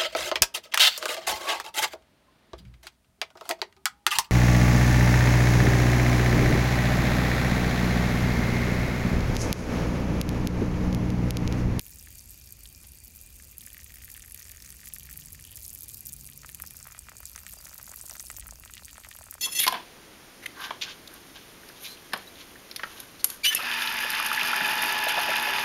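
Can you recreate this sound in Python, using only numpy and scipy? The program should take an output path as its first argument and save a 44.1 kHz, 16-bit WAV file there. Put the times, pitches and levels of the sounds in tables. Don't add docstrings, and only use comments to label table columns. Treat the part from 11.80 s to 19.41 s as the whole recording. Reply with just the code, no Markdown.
import sys
import numpy as np
from scipy import signal
from scipy.io import wavfile
from scipy.ndimage import uniform_filter1d

SR = 44100
rng = np.random.default_rng(int(sys.argv[2]) if len(sys.argv) > 2 else 0)


def to_wav(s):
    ch = np.atleast_2d(s).T
    pcm = np.round(np.clip(ch, -1, 1) * 32767)
    wavfile.write(sys.argv[1], SR, pcm.astype(np.int16))


def volts_from_decibels(level):
    exponent = np.asarray(level, float) / 20
    return 10 ** exponent


N = 335581

# (time [s], deep rumble level [dB], drone level [dB])
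ROAD = [
    (0, -57, -61),
    (2.8, -56.5, -63.5),
    (3.2, -57.5, -62.5),
    (4.3, -62, -59.5),
    (5.2, -55.5, -63.5),
    (6.4, -61.5, -63),
    (6.6, -48.5, -59.5),
    (6.85, -59.5, -62.5),
    (7.6, -62, -64.5),
]
# (frequency [Hz], density [dB per Hz])
RUMBLE = [(8.8, -44), (15, -22), (43, 1.5), (59, 7.5), (145, -13), (183, -13), (355, -22), (454, -32.5),
          (600, -24), (780, -74), (1320, -120)]
# (time [s], cycle rate [Hz])
ENGINE = [
    (2.8, 17.2),
    (3.02, 19.2),
    (3.25, 20.8),
    (3.35, 23.6),
    (3.55, 23),
    (3.82, 23.2),
    (4.53, 23.2),
    (4.75, 23.2),
    (5.04, 22.1),
    (5.3, 23),
]
# (multiple of cycle rate [1], level [dB], time [s], half length [s])
ORDERS = [(4, -61, 3.88, 0.41), (5, -64.5, 3.9, 0.5), (6, -61, 3.42, 0.28), (6, -59, 4.48, 0.25),
          (6, -64.5, 5.0, 0.19), (7, -60.5, 3.41, 0.23), (7, -72, 4.0, 0.18), (7, -63.5, 4.78, 0.16),
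          (8, -68.5, 3.1, 0.27), (9, -71, 4.33, 0.26), (9, -70, 4.9, .2), (10, -74, 3.1, .3)]
# (frequency [Hz], bandwidth [Hz], level [dB])
INSECTS = [(2416, 91, -71.5), (2700, 73, -76.5), (4624, 390, -69.5), (6640, 500, -72), (8320, 200, -76)]
# (time [s], half length [s], frequency [Hz], level [dB])
CHIRP = (5.789, .013, 4760, -48.5)
# (time [s], half length [s], level [dB], low edge [Hz], high edge [Hz])
SCUFF = (1.046, .012, -49, 600, 5000)
# (frequency [Hz], density [dB per Hz])
SPATTER = [(240, -37), (400, -3), (1080, -5), (2220, -2), (2400, 1.5), (3880, -4.5), (4610, -1.5),
           (6690, 2.5), (14800, -2), (15700, -3), (16500, -22)]
# (frequency [Hz], level [dB])
FACETS = [(5200, -32), (6800, 10.5), (8200, -4), (9800, -13), (11400, 14), (12900, 16), (14500, 4)]
# (frequency [Hz], level [dB], 60 dB decay time [s])
SHEET_MODES = [(624, -0.5, 0.021), (1250, -9.5, 0.022), (1848, -9, 0.027), (2470, -56, 0.06),
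               (3060, 2.5, 0.0041)]
# (time [s], force on film [dB], force on sheet [dB], pitch of the spot hit [Hz])
FLOW = [(0, -34, -53, 2280), (1.2, -37.5, -66, 2290), (1.78, -35.5, -48.5, 2080), (1.86, -36, -42, 2210),
        (2.9, -30, -38, 1850), (3.5, -31, -47, 2000), (3.69, -30.5, -40, 3100), (3.9, -28, -55, 2140),
        (4.45, -31, -88, 2076), (4.62, -34, -61, 1284), (5.15, -33, -50, 1310), (5.5, -31, -55, 1300),
        (5.9, -28, -36, 1250), (6.45, -30, -41, 1203), (6.78, -40.5, -50, 1138), (6.9, -31, -44, 1330),
        (7.3, -35, -48, 1320), (7.6, -39, -40, 1250)]
# (time [s], peak level [dB], centre
# [Hz])
DISTINCT_TICKS = [(0.0544, -30, 11000), (0.0654, -25, 13350), (0.1585, -29.5, 10780), (0.212, -31.2, 14000),
                  (0.3835, -32.5, 10360), (0.3934, -33, 5940), (0.4049, -31.5, 10810), (0.4218, -35, 9530),
                  (0.458, -29.8, 11810), (0.5064, -30, 12640), (0.5575, -37, 10080), (0.5986, -36, 12800),
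                  (0.6448, -39, 9750), (0.7239, -24.5, 11900), (0.8366, -29.5, 11050), (0.8615, -31, 10960),
                  (0.8745, -30.5, 8240), (0.9603, -33, 11100), (1.0694, -32, 11630), (1.1195, -29, 11100),
                  (1.1547, -34, 13410), (1.2027, -33, 8800), (1.24, -32.2, 11130), (1.2478, -30.2, 11690),
                  (1.2572, -31, 12500), (1.3607, -30, 11700), (1.3697, -28.8, 11720), (1.4136, -29, 11530),
                  (1.4227, -35, 9420), (1.5662, -31, 11140), (1.5846, -39, 10140), (1.6238, -28, 9820),
                  (1.6729, -32, 11900), (1.7009, -33, 13560), (1.7194, -30.9, 14500), (1.7715, -34, 10370),
                  (1.782, -20.5, 12170), (1.8081, -30.1, 9420), (1.8147, -32, 11810), (1.8391, -33, 8540),
                  (1.8638, -24.5, 10200), (1.9029, -34, 10420), (1.9313, -27, 11490), (1.9457, -28, 11870),
                  (1.9685, -38, 8890), (1.9793, -26, 13100), (2.0439, -26, 11300), (2.0799, -33, 14170),
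                  (2.121, -34, 12310), (2.149, -35, 14510),
                  (2.2459, -23.5, 14100), (2.316, -24, 14210), (2.341, -25, 11200), (2.3654, -27.1, 13120),
              (2.3769, -30.5, 10500), (2.4608, -29, 11860), (2.498, -31, 11850), (2.5214, -26, 10970),
              (2.5463, -24, 11540), (2.6436, -33, 10970), (2.918, -31, 12350), (2.9249, -28.5, 9510),
              (2.968, -30, 9400), (3.057, -26.5, 10720), (3.0867, -25, 12910), (3.1368, -17.5, 11250),
              (3.146, -25, 10860), (3.156, -30, 12540), (3.1847, -23.5, 11380), (3.2318, -27.9, 10700),
              (3.312, -23.5, 14540), (3.3285, -26, 12680), (3.3746, -19.5, 12060), (3.399, -25.8, 14200),
              (3.4587, -26.5, 11000), (3.523, -27, 11230), (3.53, -26, 12450), (3.5477, -29, 14500),
              (3.5983, -31, 9560), (3.625, -27.2, 13220), (3.6508, -27, 11340), (3.6755, -31, 11320),
              (3.7095, -29, 11660), (3.717, -27.5, 10920), (3.727, -31, 12620), (3.7572, -24.5, 12200),
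              (3.77, -28.5, 9420), (3.815, -30.5, 7020), (3.8317, -27.3, 10900), (3.852, -24.7, 6300),
              (3.8636, -22, 11130), (3.88, -21, 11100), (3.8943, -28.3, 6910), (3.9037, -22, 10720),
              (3.9311, -23, 12220), (3.939, -26, 11490), (3.9499, -20, 13500), (3.9757, -30, 7280),
              (3.9819, -31, 9300), (3.9887, -25.3, 12150),
                  (4.0081, -22.5, 11190), (4.0329, -21.5, 13600), (4.041, -30, 10270), (4.083, -23, 10800),
                (4.0914, -22.5, 11100), (4.0979, -28.5, 7180), (4.1079, -27, 11880), (4.171, -24.6, 12610),
                (4.18, -28, 10950), (4.2074, -23, 11600), (4.255, -24, 10130), (4.2602, -24, 8300),
                (4.2688, -19, 12780), (4.2816, -24.5, 12460), (4.3234, -26.5, 11300), (4.3306, -22, 8600),
                (4.3368, -22, 11310), (4.3649, -27, 10740), (4.4102, -24.6, 8140), (4.4363, -32, 14000),
                (4.4544, -27, 10780), (4.4651, -27, 8500), (4.5, -28, 11800), (4.5757, -25.5, 11700),
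                (4.6909, -27, 12140), (4.6988, -27, 9600), (4.7186, -30, 11830), (4.7472, -19.5, 11400),
                (4.7998, -25, 12450), (4.8212, -16, 11600), (4.8722, -24, 14300), (4.9078, -25, 11270),
                (4.9368, -29, 13130), (4.968, -25, 12400), (5.191, -21.5, 8100), (5.3678, -26.5, 7240),
                (5.4039, -27.9, 14040), (5.431, -31, 9190), (5.4552, -20.5, 8000), (5.5605, -21.5, 6260),
                (5.5784, -29, 9490), (5.6656, -25.5, 8000), (5.688, -30, 12590), (5.6957, -24.0, 11900),
                (5.7253, -27, 12800), (5.7363, -26, 8400), (5.7648, -31, 11780), (5.8696, -29, 10500),
                  (5.908, -33.5, 6280), (5.9441, -22, 14400), (5.9849, -28.1, 12180), (6.0291, -24, 11600),
               (6.0576, -31, 9990), (6.1163, -23.5, 7700), (6.1426, -26, 13200), (6.1606, -20.5, 12010),
               (6.2127, -20.5, 8300), (6.2241, -27.5, 9100), (6.2623, -28, 8950), (6.2964, -21, 7880),
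               (6.31, -24.5, 5840), (6.3677, -29, 6300), (6.3817, -30.2, 7900), (6.3973, -19, 6240),
               (6.4055, -21, 8000), (6.411, -24.5, 13610), (6.4266, -24.2, 9640), (6.4521, -28, 9900),
               (6.4627, -29, 9220), (6.468, -30.2, 5170), (6.4838, -28.3, 10350), (6.5016, -24, 7600),
               (6.5146, -24, 9610), (6.5663, -22.5, 6800), (6.572, -23, 14090), (6.5863, -24, 14360),
               (6.5974, -23, 10050), (6.6054, -28, 8380), (6.6689, -23.5, 14370), (6.6757, -34, 14990),
               (6.6812, -27, 9590), (6.7095, -24, 6700), (6.7978, -28.5, 14000), (6.8509, -28, 8490),
               (6.9133, -33, 11570), (6.9375, -24.8, 7400), (6.9533, -29.7, 11080), (6.9777, -37, 6200),
               (7.0548, -24, 8400), (7.111, -30, 14070), (7.18, -32, 8800), (7.2886, -27, 8900),
               (7.3491, -30, 11000), (7.364, -27, 11880), (7.3882, -25, 8500), (7.423, -30, 7900),
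               (7.5108, -17.5, 12240), (7.541, -22.5, 9300),
                  (0.9486, -33, 5270),
    (5.028, -25, 7800),
    (5.072, -26, 11800),
    (7.0348, -35, 4310),
    (7.0478, -27, 6240),
    (7.1304, -31, 7410),
    (7.1437, -31, 6600),
    (7.4579, -33, 8900),
]
# (time [s], peak level [dB], pitch [Hz])
TAUT_PLOPS = [(0.006, -44.5, 2390), (0.0655, -44, 2810), (0.2728, -41, 1900), (0.8566, -35, 3570),
              (1.6, -42, 1910), (1.8095, -39.5, 3600), (1.8741, -41, 1820), (1.9035, -42, 2880),
              (1.946, -39, 2160), (1.9692, -38, 1910), (1.9928, -40.5, 1920), (2.063, -42, 2450),
              (2.1048, -42, 1900), (2.1216, -45, 2600), (2.169, -44.5, 2000), (2.2047, -45, 2720),
              (2.2181, -42, 1840), (2.2374, -42.5, 1910), (2.28, -42, 1850), (2.299, -43, 2260),
              (2.3483, -39, 2830), (2.357, -43, 2000), (2.3656, -43.1, 2350), (2.377, -41, 1950),
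              (2.406, -44, 2990), (2.439, -43, 2040), (2.5465, -41, 2480), (2.6137, -40.5, 2020),
              (2.6988, -39.5, 2104), (2.9248, -42.5, 2410), (3.033, -40.7, 1870), (3.0575, -45, 2370),
              (3.0729, -37.5, 2130), (3.102, -43, 2280), (3.125, -41, 3080), (3.164, -38, 2070),
              (3.198, -46, 2980), (3.2075, -42, 3220), (3.2257, -44.5, 2650), (3.2719, -42.5, 2200),
              (3.291, -39.5, 1790), (3.3164, -43.5, 2090), (3.3408, -43, 2520), (3.3906, -42, 1930),
              (3.4215, -41, 3180), (3.549, -43, 1980), (3.5937, -42.6, 2070), (3.6513, -40.5, 3050),
              (3.673, -45, 3080), (3.6844, -46, 3120), (3.717, -45, 3090), (3.7259, -46, 3170),
              (3.7359, -45, 3120), (3.7772, -44.5, 2080), (3.959, -43.5, 2470), (4.098, -44, 3450),
              (4.4901, -40.2, 2340), (4.524, -43.8, 3180)]
# (time [s],
# peak level [dB], pitch [Hz])
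LATE_PLOPS = [(4.6337, -39.5, 1770), (4.6476, -34, 1480), (4.6922, -34, 2160), (4.7475, -40, 2720),
               (4.801, -34, 1640), (4.8092, -53, 1730), (4.8388, -35.2, 1360), (4.8465, -52, 1570),
               (4.8559, -48, 2350), (4.9087, -40, 2570), (4.9462, -45.1, 1550), (5.0098, -43.5, 1510),
               (5.0556, -40, 1380), (5.0693, -36.5, 1290), (5.0837, -39.5, 1670), (5.1038, -42, 1530),
               (5.1192, -41, 1750), (5.1487, -37, 1806), (5.1677, -44.8, 2110), (5.179, -44.1, 1230),
               (5.2562, -52, 2056), (5.2698, -45, 1340), (5.287, -33.5, 1610), (5.2956, -47.3, 1490),
               (5.3188, -37.5, 1300), (5.3347, -48, 1060), (5.3542, -46, 1210), (5.4052, -43, 1154),
               (5.432, -40, 1510), (5.5532, -39.5, 1670), (5.5619, -36, 1510), (5.5792, -33.5, 1980),
               (5.5915, -44, 2230), (5.6363, -44.5, 1260), (5.666, -32.5, 2460), (5.692, -39, 2640),
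               (5.73, -45.6, 1840), (5.7396, -46, 1160), (5.7715, -47.5, 700), (5.8039, -44, 1240),
               (5.868, -36, 1840), (5.8815, -44.6, 1360), (5.915, -43, 1150), (5.932, -40, 1610),
               (5.956, -45, 1330), (5.9882, -42.3, 1180), (5.999, -38, 1410), (6.037, -50, 1340),
               (6.0785, -39.5, 1300), (6.094, -49, 740), (6.1176, -43.7, 1100), (6.1258, -42, 1190),
               (6.1386, -36.5, 1540), (6.206, -42, 1484), (6.2413, -46.5, 690),
               (6.2999, -36.5, 1910), (6.315, -41, 1070), (6.3266, -46, 850), (6.354, -35, 1600),
              (6.3657, -39.5, 1200), (6.402, -36.5, 2030), (6.4401, -46.5, 1020), (6.5019, -29.5, 1750),
              (6.509, -41.1, 1830), (6.5656, -40.5, 2580), (6.5846, -42.5, 1190), (6.597, -44.8, 2730),
              (6.6122, -39, 2740), (6.625, -37, 2170), (6.6622, -38.6, 1440), (6.69, -38, 1470),
              (6.7251, -43, 960), (6.8373, -35.6, 2044), (6.86, -41.5, 1220), (6.8777, -38.8, 3130),
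              (6.899, -37, 1470), (6.9371, -36, 2760), (6.9478, -37.5, 3270), (6.9696, -33.5, 2100),
              (6.9796, -33, 3230), (6.996, -40.5, 1650), (7.0235, -43.6, 1100), (7.0823, -36, 2340),
              (7.0935, -39, 2590), (7.1042, -39, 3400), (7.1314, -46, 1310), (7.1573, -39.6, 1520),
              (7.1707, -39, 2360), (7.1817, -36, 1160), (7.2374, -37.5, 2430), (7.2489, -33, 2070),
              (7.259, -41, 2080), (7.27, -42.5, 1080), (7.2883, -47, 1130), (7.3139, -32.0, 2120),
              (7.3281, -36.5, 2820), (7.3538, -41, 1210), (7.3707, -43, 3140), (7.3891, -41.5, 1180),
              (7.4125, -39.5, 900), (7.431, -40.5, 2320), (7.4678, -41.5, 1146), (7.4867, -40.5, 1260),
              (7.5265, -38, 1600), (7.541, -39, 1920), (7.5533, -40, 1050), (7.5824, -40, 1350)]


def rms_one(x):
    return x / np.sqrt(np.mean(x ** 2) + 1e-20)


def in_time(rows):
    s, *columns = np.transpose(rows)
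    return [np.interp(np.arange(N) / SR, s, c) for c in columns]


def drift(rate):
    r = np.exp(-80 * np.pi * rate / SR)
    slow = signal.lfilter([1], [1, -2 * r, r * r], rng.standard_normal(N // 40 + 2002))[2000:]
    return np.interp(np.arange(N) / 40, np.arange(len(slow)), rms_one(slow))


def resonance(x, hz, width):
    r = np.exp(-np.pi * width / SR)
    poles = [1, -2 * r * np.cos(2 * np.pi * hz / SR), r * r]
    return signal.lfilter([(1 - r * r) / 2, 0, (r * r - 1) / 2], poles, x)


def bandpass(x, low_hz, high_hz):
    return signal.sosfilt(signal.butter(2, [low_hz, high_hz], "band", fs=SR, output="sos"), x)


def banded_noise(spectrum, patchy_db, rate):
    hz, db = np.transpose(spectrum)
    octaves = np.log2(min(hz[-1], 18000) / hz[0])
    edges = hz[0] * 2 ** np.arange(0, octaves, 1 / 3)
    white, out = rng.standard_normal((2, N + SR // 2)), 0
    for k, (low, high) in enumerate(zip(edges, edges[1:])):
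        band = bandpass(white[k % 2], low, high)[-N:]
        level_db = np.interp(np.log(low * high) / 2, np.log(hz), db)
        out = out + volts_from_decibels(level_db + patchy_db * drift(rate)) * band
    return rms_one(out)


def decay(clicks, seconds):
    return signal.lfilter([1], [1, -np.exp(-1 / (seconds * SR))], clicks)


def add(out, s, sound):
    i = round(s * SR)
    out[i:i + len(sound)] += sound[:N - i]


def road():
    deep_db, drone_db = in_time(ROAD)
    rumble = banded_noise(RUMBLE, patchy_db=0.95, rate=3.3)
    deep = signal.sosfiltfilt(signal.butter(2, 95, fs=SR, output="sos"), rumble)
    return volts_from_decibels(deep_db) * rms_one(deep) + volts_from_decibels(drone_db) * rms_one(rumble - deep)


def engine():
    hz, = in_time(ENGINE)
    t, out = np.arange(N) / SR, 0
    phase = 2 * np.pi * np.cumsum(hz + .15 * drift(6)) / SR
    for order, db, s, half in ORDERS:
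        swell = np.exp(-np.abs((t - s) / half) ** 3)
        out = out + volts_from_decibels(db) * swell * np.sqrt(2) * np.sin(round(order) * phase)
    return out


def insects():
    white, t, chorus = rng.standard_normal(N), np.arange(N) / SR, 0
    for hz, width, db in INSECTS:
        band = resonance(resonance(white, hz, width), hz, width)
        chorus = chorus + volts_from_decibels(db + 1.8 * drift(3)) * rms_one(band)
    s, half, hz, db = CHIRP
    swell = np.exp(-((t - s) / half) ** 4) * np.abs(np.sin(np.pi * (t - s) / .02))
    return chorus + volts_from_decibels(db) * swell * np.sin(2 * np.pi * hz * t)


def scuff():
    s, half, db, low_hz, high_hz = SCUFF
    swell = np.exp(-((np.arange(N) / SR - s) / half) ** 2)
    grains = rng.standard_normal(N) * volts_from_decibels(2.3 * drift(150)) * swell
    return volts_from_decibels(db) * bandpass(grains + 1e-18, low_hz, high_hz)


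def spatter(film_db):
    level_db = -57.5 + 0.23 * (film_db - film_db.mean())
    return volts_from_decibels(level_db) * banded_noise(SPATTER, patchy_db=3.0, rate=30)


def small_drops(level_db, slack, per_s):
    sizes = volts_from_decibels(7.2 * np.minimum(rng.exponential(1, N), 1.6))
    born = rng.random(N) < per_s * volts_from_decibels(3.0 * drift(12)) / SR
    facet, white, out = rng.integers(0, len(FACETS), N), rng.standard_normal(N), 0
    for k, (hz, db) in enumerate(FACETS):
        drops = sizes * born * (facet == k) + 1e-18
        burst = white * (decay(drops, .0004) + volts_from_decibels(-13) * decay(drops, .003))
        duller_db = -7.0 * slack * np.log2(hz / 9000)
        rung = resonance(burst, hz, 0.058 * hz + 300) + 0.47 * burst
        out = out + volts_from_decibels(db + duller_db) * rung
    bright = signal.sosfilt(signal.butter(4, 4400, "high", fs=SR, output="sos"), out)
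    return volts_from_decibels(level_db) * rms_one(bright)


def tick(hz, noise, spray_db, spray_s):
    t = np.arange(len(noise)) / SR - .0005
    crack = np.exp(-np.abs(t) / np.where(t < 0, .00005, 1.92 / hz))
    crack = crack * (np.cos(2 * np.pi * hz * t) + 0.46 * noise)
    grains = noise * np.abs(noise[::-1])
    spray = volts_from_decibels(spray_db) * grains * np.exp(-t / spray_s) * (t > 0)
    low_edge = np.clip(0.64 * hz, 3200, 6500)
    bright = signal.lfilter(*signal.butter(4, low_edge, "high", fs=SR), crack + spray)
    rung = 1.03 * bright + 0.61 * resonance(bright, hz, 0.3 * hz)
    return rung / np.abs(rung).max()


def ticks(rows):
    out, noise = np.zeros(N), rng.standard_normal((len(rows), 900))
    for (s, db, hz), grain in zip(rows, noise):
        add(out, s - .0005, volts_from_decibels(db) * tick(hz, grain, spray_db=-13.5, spray_s=0.0033))
    return out


def thump(hz, slack, chance, noise):
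    t = np.arange(len(noise)) / SR
    slack = slack * min(2000 / hz, 1) ** 2
    falling_hz = hz * (1 - 0.9 * slack + 1.716 / (1 + t * hz / (0.76 * slack)))
    cycles = np.cumsum(falling_hz) / SR
    damping = slack ** 0.19 / (0.62 * volts_from_decibels(chance[0]))
    envelope = cycles ** (1.3 - 0.7 * slack) * np.exp(-cycles * damping)
    wave = -np.sin(2 * np.pi * cycles) * envelope
    wave = wave / np.abs(wave).max()
    rattle = noise * (1 - np.exp(-t / .0008)) * np.exp(-t / .006)
    wave = wave + volts_from_decibels(-7.0) * resonance(rattle, hz, .6 * hz)
    for (mode_hz, db, t60), luck in zip(SHEET_MODES, chance[1:]):
        near_db = -9.0 * np.log2(mode_hz / hz) ** 2 + 0.27 * luck
        swing = np.sin(2 * np.pi * mode_hz * (1 + 0.028 * luck) * t) * (1 - np.exp(-t / 0.0018))
        wave = wave + volts_from_decibels(db + near_db - 60 * t / t60) * swing
    return wave


def plops(rows, slack, tick_db):
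    out = np.zeros(N)
    noise, chance = rng.standard_normal((len(rows), 1100)), rng.standard_normal((len(rows), 6))
    small = [tick(7600, grain, spray_db=-30, spray_s=0.0035) for grain in noise[:12]]
    for k, ((s, db, hz), grain, luck) in enumerate(zip(rows, noise, chance)):
        add(out, s - 1.1 / hz, volts_from_decibels(db + 1.4) * thump(hz, slack[round(s * SR)], luck, grain))
        add(out, s - 1.4 / hz, volts_from_decibels(db + tick_db) * small[k % 12])
    return out


def stream(big, film_db, sheet_db, sheet_hz, slack):
    gap_s, gap_spread, clear_s = .0145, .3, .008
    luck = rng.standard_normal((round(1.2 * N / SR / gap_s), 5))
    s = np.cumsum(gap_s * np.exp(gap_spread * luck[:, 0]))
    clear = np.abs(s[:, None] - big).min(axis=1) > clear_s
    keep = (s < N / SR - .01) & clear
    s, luck = s[keep], np.clip(luck[keep], -3, 1.6)
    at = (s * SR).astype(int)

    tight_hz, loose_hz = 12800, 8650
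    facet_hz = (tight_hz + (loose_hz - tight_hz) * slack[at]) * volts_from_decibels(4 * luck[:, 2])
    tick_db = np.minimum(film_db[at] - 2 + 7 * luck[:, 1], -32)
    film = np.c_[s, tick_db, np.clip(facet_hz, 5500, 15000)]

    sway_db = -3 * drift(11)[at]
    size_db = sway_db - 2.5 * (luck[:, 3] + 0.15 * luck[:, 1])
    thump_db = sheet_db[at] - 3 + np.minimum(size_db, 5)
    thump_db = np.minimum(thump_db, -44 - 5.0 * slack[at])
    sheet = np.c_[s + .001, thump_db, sheet_hz[at] * volts_from_decibels(0.8 * luck[:, 4])]
    return film, sheet


def dribble(film_db, sheet_db, sheet_hz):
    slack = np.clip((1300 / sheet_hz) ** 2.2, .15, 1)
    big_ticks = DISTINCT_TICKS
    big_plops = TAUT_PLOPS + LATE_PLOPS
    big_times = np.array(big_ticks + big_plops)[:, 0]
    film, sheet = stream(big_times, film_db, sheet_db, sheet_hz, slack)
    heavy = plops(big_plops, slack, tick_db=-11) + plops(sheet, slack, tick_db=-30.0)
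    sharp = ticks(big_ticks) + ticks(film)
    return heavy + sharp + small_drops(film_db - 20.5, slack, per_s=260)


def scene():
    film_db, sheet_db, sheet_hz = in_time(FLOW)
    background = road() + engine() + insects() + scuff()
    return (background + spatter(film_db) + dribble(film_db, sheet_db, sheet_hz))[None]


def roll_off(x):
    return signal.sosfilt(signal.butter(12, 16970, fs=SR, output="sos"), x)


def below(x, edge_hz):
    return signal.sosfiltfilt(signal.cheby2(14, 35, edge_hz, fs=SR, output="sos"), x)


def record(dry):
    body = below(dry, 16120)
    top = below(dry, 16750) - body
    power = top ** 2
    sudden = uniform_filter1d(power, size=60) > 17 * uniform_filter1d(power, size=3000)
    gate = np.minimum(uniform_filter1d(1. * sudden, size=500) * 40, 1)
    return roll_off(body + volts_from_decibels(-6) * gate * top)


dry = scene()
out = record(dry)
to_wav(out)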